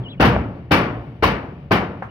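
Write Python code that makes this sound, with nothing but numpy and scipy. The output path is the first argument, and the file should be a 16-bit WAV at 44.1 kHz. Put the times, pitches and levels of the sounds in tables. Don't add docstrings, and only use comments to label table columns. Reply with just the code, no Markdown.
import sys
import numpy as np
from scipy import signal
from scipy.fft import rfft, irfft
from scipy.io import wavfile
from scipy.ndimage import uniform_filter1d

SR = 44100
rng = np.random.default_rng(int(sys.argv[2]) if len(sys.argv) > 2 else 0)


def file_out(sig):
    cols = np.atleast_2d(sig).T
    lim = np.clip(cols, -1, 1)
    pcm = np.round(lim * 32767).astype(np.int16)
    wavfile.write(sys.argv[1], SR, pcm)


def elevation(decibels):
    levels = np.asarray(decibels, float)
    return 10 ** (levels / 20)


N = 92610

# freq_hz, level_db_per_hz
RUMBLE_SPECTRUM = [(15, -51), (25, -21), (64, -3.5), (97, -0.5), (134, 2), (229, -18.5), (2760, -51),
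                   (6380, -65), (16000, -78)]
# time_s, level_db
HUM_SWELL = [(0, 20), (.07, -4), (.4, 4), (.49, 18), (.56, 12), (.6, -16), (.9, 1), (1.01, 15), (1.1, -15),
             (1.4, -9), (1.47, -6.5), (1.6, -6), (2.1, -5)]
RUMBLE_DB, HUM_DB, HUM_HZ, HUM_WIDTH_HZ = -39, -43, 115, 24

STEP_START_S = [
    -.3,
    .2025,
    .246,
    .7143,
    1.2288,
    1.7137,
]
# level_db, bass_db, treble_db, hold_s
STEPS = [
    (-7.5, -2.5, -1.5, 0.015),
    (-11, 3.5, 0, 0.029),
    (-14, 4, 0.5, 0.014),
    (-10, 0.5, 2, 0.025),
    (-11.5, -0.5, 1.5, 0.016),
    (-11, -2, 0.5, 0.011),
]
# freq_hz, level_db_per_hz
SHEET_SPECTRUM = [(21, -35), (35, 0), (216, -1.5), (443, -8.5), (1090, -10.5), (2400, -17.5), (5450, -22.5),
                  (6360, -36.5), (16000, -46)]
# freq_hz, t60_s
SHEET_T60 = [(50, 1.0), (160, 0.57), (420, 0.85), (1100, 0.61), (2900, 0.4), (7700, .28), (15000, 0.22)]
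# freq_hz, level_under_boom_db
TAIL_SPECTRUM = [(60, -12), (300, -11), (1200, -29), (3000, -26.5), (4500, -31.5), (8000, -38),
                 (15000, -37)]
TAIL_T60_S, RISE_S, FLUTTER_DB, CRACKLE_DB = 1.64, 0.001, 0.5, 0.6
TREBLE_LAG_S_PER_OCT, TREBLE_RISE_S_PER_OCT, HOLD_SHRINK_PER_OCT = 0.00079, 0.001, 0.32
EARLY_S, EARLY_DB = 0.0074, -6.5

# freq_hz, level_db, t60_s
PANEL_MODES = [(62.6, -11, 1), (105.5, 2, 0.32), (181.3, -8, 0.88), (203, -3.5, 0.67), (269, -13, 1),
               (299.3, -2, 0.28), (380, -18, 0.17), (489, -7.5, 0.48), (796, -7, 0.21), (1168, -51, 0.27),
               (1312, -13, 0.58), (1528, -0.5, 0.11), (2470, -26, 0.16), (2530, -29.5, 0.18)]
PANELS_DB = -8

# time_s, pitch_hz, level_db
GLIDE = [(.036, 3400, -52), (.05, 3080, -58), (.066, 2930, -52), (.077, 2800, -52), (.092, 3330, -46),
         (.104, 3500, -52), (.116, 3370, -46), (.127, 2850, -55), (.158, 2050, -66)]
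# start_s, length_s, start_hz, middle_hz, end_hz, level_db
BIRD_NOTES = [
    (.088, .05, 3750, 3900, 3650, -58),
    (.122, .022, 3400, 3330, 3050, -54),
    (.174, .022, 3020, 2880, 2740, -59),
    (2.088, .03, 2850, 2930, 2900, -62),
]
BIRD_DB = 7.5

BLOW_DB, BLOW_S = 7, 0.00045
REBOUNDS, REBOUND_DB, REBOUND_S = 14, -13.5, 0.12

# start_s, level_db, pitch_hz, t60_s, rustle_db
POPS = [
    (.226, -6.5, 845, 0.0087, -5.5),
    (0.364, -4.5, 670, 0.01, -31),
    (.739, -16.5, 987, 0.032, -6),
    (1.239, -6, 1068, 0.05, -12),
    (1.7145, -13.5, 1050, 0.065, -6),
    (2.0231, -16.5, 791, 0.019, -13),
]

# freq_hz, side_minus_mid_db
SIDE_MINUS_MID = [(60, -18), (200, -22), (400, -14.5), (800, -4.5), (1500, -4.5), (3000, 1), (15000, 1)]
# freq_hz, left_minus_right_db
LEFT_MINUS_RIGHT = [(60, -0.5), (300, 2), (1000, 1.5), (2500, 8), (5000, 3.5), (9000, 1.5), (15000, 3.5)]
# freq_hz, gain_db
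PHONE_RESPONSE = [(22, -8.5), (45, -12), (60, 0.14), (2500, 4), (3120, 0), (3380, -5), (8200, -7.5),
                  (10500, 3)]
LEFT_LAG_S, LIMIT, TOP_HZ = 0.00012, 1.04, 15720


def at(table, hz):
    table = np.array(table)
    return np.interp(np.log(hz), np.log(table[:, 0]), table[:, 1])


def level(x, db):
    return x * elevation(db) / np.sqrt(np.mean(x ** 2))


def walk(rate_hz):
    hold = int(SR / rate_hz)
    held = rng.standard_normal(N // 100)[np.arange(N) // hold]
    return 1.38 * uniform_filter1d(uniform_filter1d(held, hold), hold)


def fade(t, t60_s):
    return np.exp(-2 * np.log(1000) * np.maximum(t, 0) / max(t60_s, 0.01))


def ramp(u):
    return np.sin(np.pi / 2 * np.clip(u, 0, 1)) ** 4


def place(mid, side, hz):
    side = side * elevation(at(SIDE_MINUS_MID, hz))
    lean = elevation(at(LEFT_MINUS_RIGHT, hz) / 2)
    return np.array([(mid + side) * lean, (mid - side) / lean]) / np.cosh(np.log(lean))


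def third_octaves():
    octave = np.log2(np.maximum(np.fft.rfftfreq(N, 1 / SR), 1))
    noise = rfft(rng.standard_normal((2, N)))
    for hz in 25 * 2 ** (np.arange(29) / 3):
        window = np.cos(np.pi / 2 * np.clip(3 * (octave - np.log2(hz)), -1, 1))
        mid, side = irfft(noise * window, N)
        yield hz, place(mid, side, hz)


def town(t):
    rumble = sum(band * elevation(at(RUMBLE_SPECTRUM, hz) + 2.0 * walk(7.9)) for hz, band in third_octaves())
    hum_hz = HUM_HZ * (1 + 0.047 * walk(15))
    hum = elevation(5.0 * walk(HUM_WIDTH_HZ)) * np.sin(2 * np.pi * np.cumsum(hum_hz) / SR)
    swell_db = np.interp(t, *np.array(HUM_SWELL).T)
    return level(rumble, RUMBLE_DB) + level(hum, HUM_DB) * elevation(swell_db)


def step_power(t, start_s, step, hz):
    db, bass_db, treble_db, hold_s = step
    octaves = np.log2(hz / 600)
    above = max(octaves, 0)
    u = t - start_s - TREBLE_LAG_S_PER_OCT * above
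    early_db = EARLY_DB - 6.7 * max(-octaves, 0) - 6.9 * max(octaves - 2.8, 0)
    early = elevation(2 * early_db) * ramp((u + EARLY_S) / 0.0037)
    rise_s = RISE_S + 0.52 / hz + TREBLE_RISE_S_PER_OCT * above
    rise = early + ramp(u / rise_s + 0.32)
    tilt_db = treble_db * octaves / 2 if octaves > 0 else -bass_db * octaves / 2
    t60_s = at(SHEET_T60, hz) * (max(hold_s, 0.005) / 0.053) ** 0.1
    held_s = hold_s * HOLD_SHRINK_PER_OCT ** max(octaves - 2.5, 0)
    tail = elevation(2 * at(TAIL_SPECTRUM, hz)) * fade(u, TAIL_T60_S)
    return elevation(2 * (db + tilt_db)) * rise * (fade(u - held_s, t60_s) + tail)


def boom(t):
    out, rattle, grit = 0, walk(34.64), walk(350)
    coarse = t[::16]
    for hz, band in third_octaves():
        power = sum(step_power(coarse, s, step, hz) for s, step in zip(STEP_START_S, STEPS))
        envelope = np.interp(t, coarse, np.sqrt(power))
        crackle_db = CRACKLE_DB * max(np.log2(hz / 600) - 1.8, 0) * grit
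        flicker_db = FLUTTER_DB * rattle + 0.5 * walk(14) + crackle_db
        out = out + band * envelope * elevation(at(SHEET_SPECTRUM, hz) + 11.5 + flicker_db)
    return out


def panels(t):
    out = np.zeros((2, N))
    chance = rng.standard_normal((len(STEPS), 4, len(PANEL_MODES)))
    for s, (db, *_), (detune, size, phase, side) in zip(STEP_START_S, STEPS, chance):
        u = np.maximum(t - s + 0.0018, 0)
        for k, (hz, mode_db, t60_s) in enumerate(PANEL_MODES):
            angle = 2 * np.pi * hz * (1 + 0.0123 * detune[k]) * u + 3 * phase[k]
            env = elevation(db + PANELS_DB + mode_db + 2 * size[k]) * np.sqrt(fade(u, t60_s))
            env = env * np.minimum(u / 0.0069, 1) ** 2
            out += place(env * np.sin(angle), env * np.cos(angle) * np.tanh(side[k]), hz)
    return out


def bird(t):
    def smooth(v):
        return uniform_filter1d(v, size=220)

    s, hz, db = np.array(GLIDE).T
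    gate = smooth(1.0 * (t > s[0]) * (t < s[-1]))
    glide_hz, glide_db = smooth(np.interp(t, s, hz)), smooth(np.interp(t, s, db))
    out = gate * elevation(glide_db + 2.5 * walk(140)) * np.sin(2 * np.pi * np.cumsum(glide_hz) / SR)
    for s, length_s, a_hz, b_hz, c_hz, db in BIRD_NOTES:
        u = np.clip((t - s) / length_s, 0, 1)
        hz = a_hz * (1 - u) * (1 - 2 * u) + 4 * b_hz * u * (1 - u) + c_hz * u * (2 * u - 1)
        env = elevation(db + 3 * walk(140)) * np.sin(np.pi * u)
        out = out + env * np.sin(2 * np.pi * np.cumsum(hz) / SR)
    echoes = rng.standard_normal((2, 4000)) * np.sqrt(fade(t[:4000], 0.12))
    wet = elevation(-35) * signal.fftconvolve(out[None], echoes, axes=1)[:, :N]
    return elevation(BIRD_DB) * (out * np.array([[1.6], [1.2]]) + wet)


def blows(t):
    v = (t[:600] - t[300]) / BLOW_S
    dip = -np.exp(-v ** 2)
    dip = dip + 0.38 * np.exp(-((v - 2.4) / 0.71) ** 2) + 0.55 * np.exp(-((v + 4.4) / 0.5) ** 2)
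    hits = np.zeros((2, N))
    chance = rng.random((len(STEPS), 4, REBOUNDS))
    for s, (db, *_), (when, size, sign, side) in zip(STEP_START_S[1:], STEPS[1:], chance):
        hits[:, int(s * SR)] = elevation(db + BLOW_DB) * np.array([1.2, 0.85])
        late_s = 0.00372 + REBOUND_S * when
        gain = elevation(db + BLOW_DB + REBOUND_DB - 14 * size - 25 * late_s) * np.sign(sign - 0.5)
        pan = np.array([0.76 + 1.5 * side, 1.1 - 0.2 * side])
        hits[:, ((s + late_s) * SR).astype(int)] = gain * pan
    return signal.fftconvolve(hits, dip[None], axes=1)[:, 300:N + 300]


def pops(t):
    out = 0
    overtones = [(0.7, 0.29), (1.0, 1), (1.3, 0.17), (1.65, 0.24), (2.15, 0.2)]
    rustle_band = signal.butter(2, [550, 1400], "band", fs=SR, output="sos")
    for s, db, hz, t60_s, rustle_db in POPS:
        u = np.maximum(t - s, 0)
        ring = sum(gain * np.sin(2 * np.pi * hz * ratio * u) for ratio, gain in overtones)
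        ring = ring * np.sqrt(fade(u, t60_s)) * np.sin(np.pi / 2 * np.minimum(u / 0.00054, 1)) ** 2
        noise = rng.standard_normal((2, N)) * np.sqrt(fade(u, 0.23)) * np.minimum(u / 0.0018, 1)
        rustle = signal.sosfilt(rustle_band, noise * elevation(0.5 * walk(90)))
        out = out + elevation(db) * (ring * np.array([[1.1], [0.9]]) + elevation(rustle_db + 11.5) * rustle)
    return out


def scene():
    t = np.arange(N) / SR
    return town(t) + boom(t) + panels(t) + bird(t) + blows(t) + pops(t)


def top_cut(x):
    return signal.sosfilt(signal.butter(12, 16650, fs=SR, output="sos"), x)


def record(dry):
    f = np.maximum(np.fft.rfftfreq(2 * N, 1 / SR), 1)
    lag = np.exp(-2j * np.pi * f * LEFT_LAG_S * np.array([[0.5], [-0.5]]))
    heard = irfft(rfft(dry, 2 * N) * elevation(at(PHONE_RESPONSE, f)) * lag, 2 * N)[:, :N]
    soft = LIMIT * np.tanh(heard / LIMIT)
    cut = signal.sosfilt(signal.ellip(12, 0.3, 60, TOP_HZ, fs=SR, output="sos"), soft)
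    return top_cut(np.clip(cut, -1, 1))


dry = scene()
out = record(dry)
file_out(out)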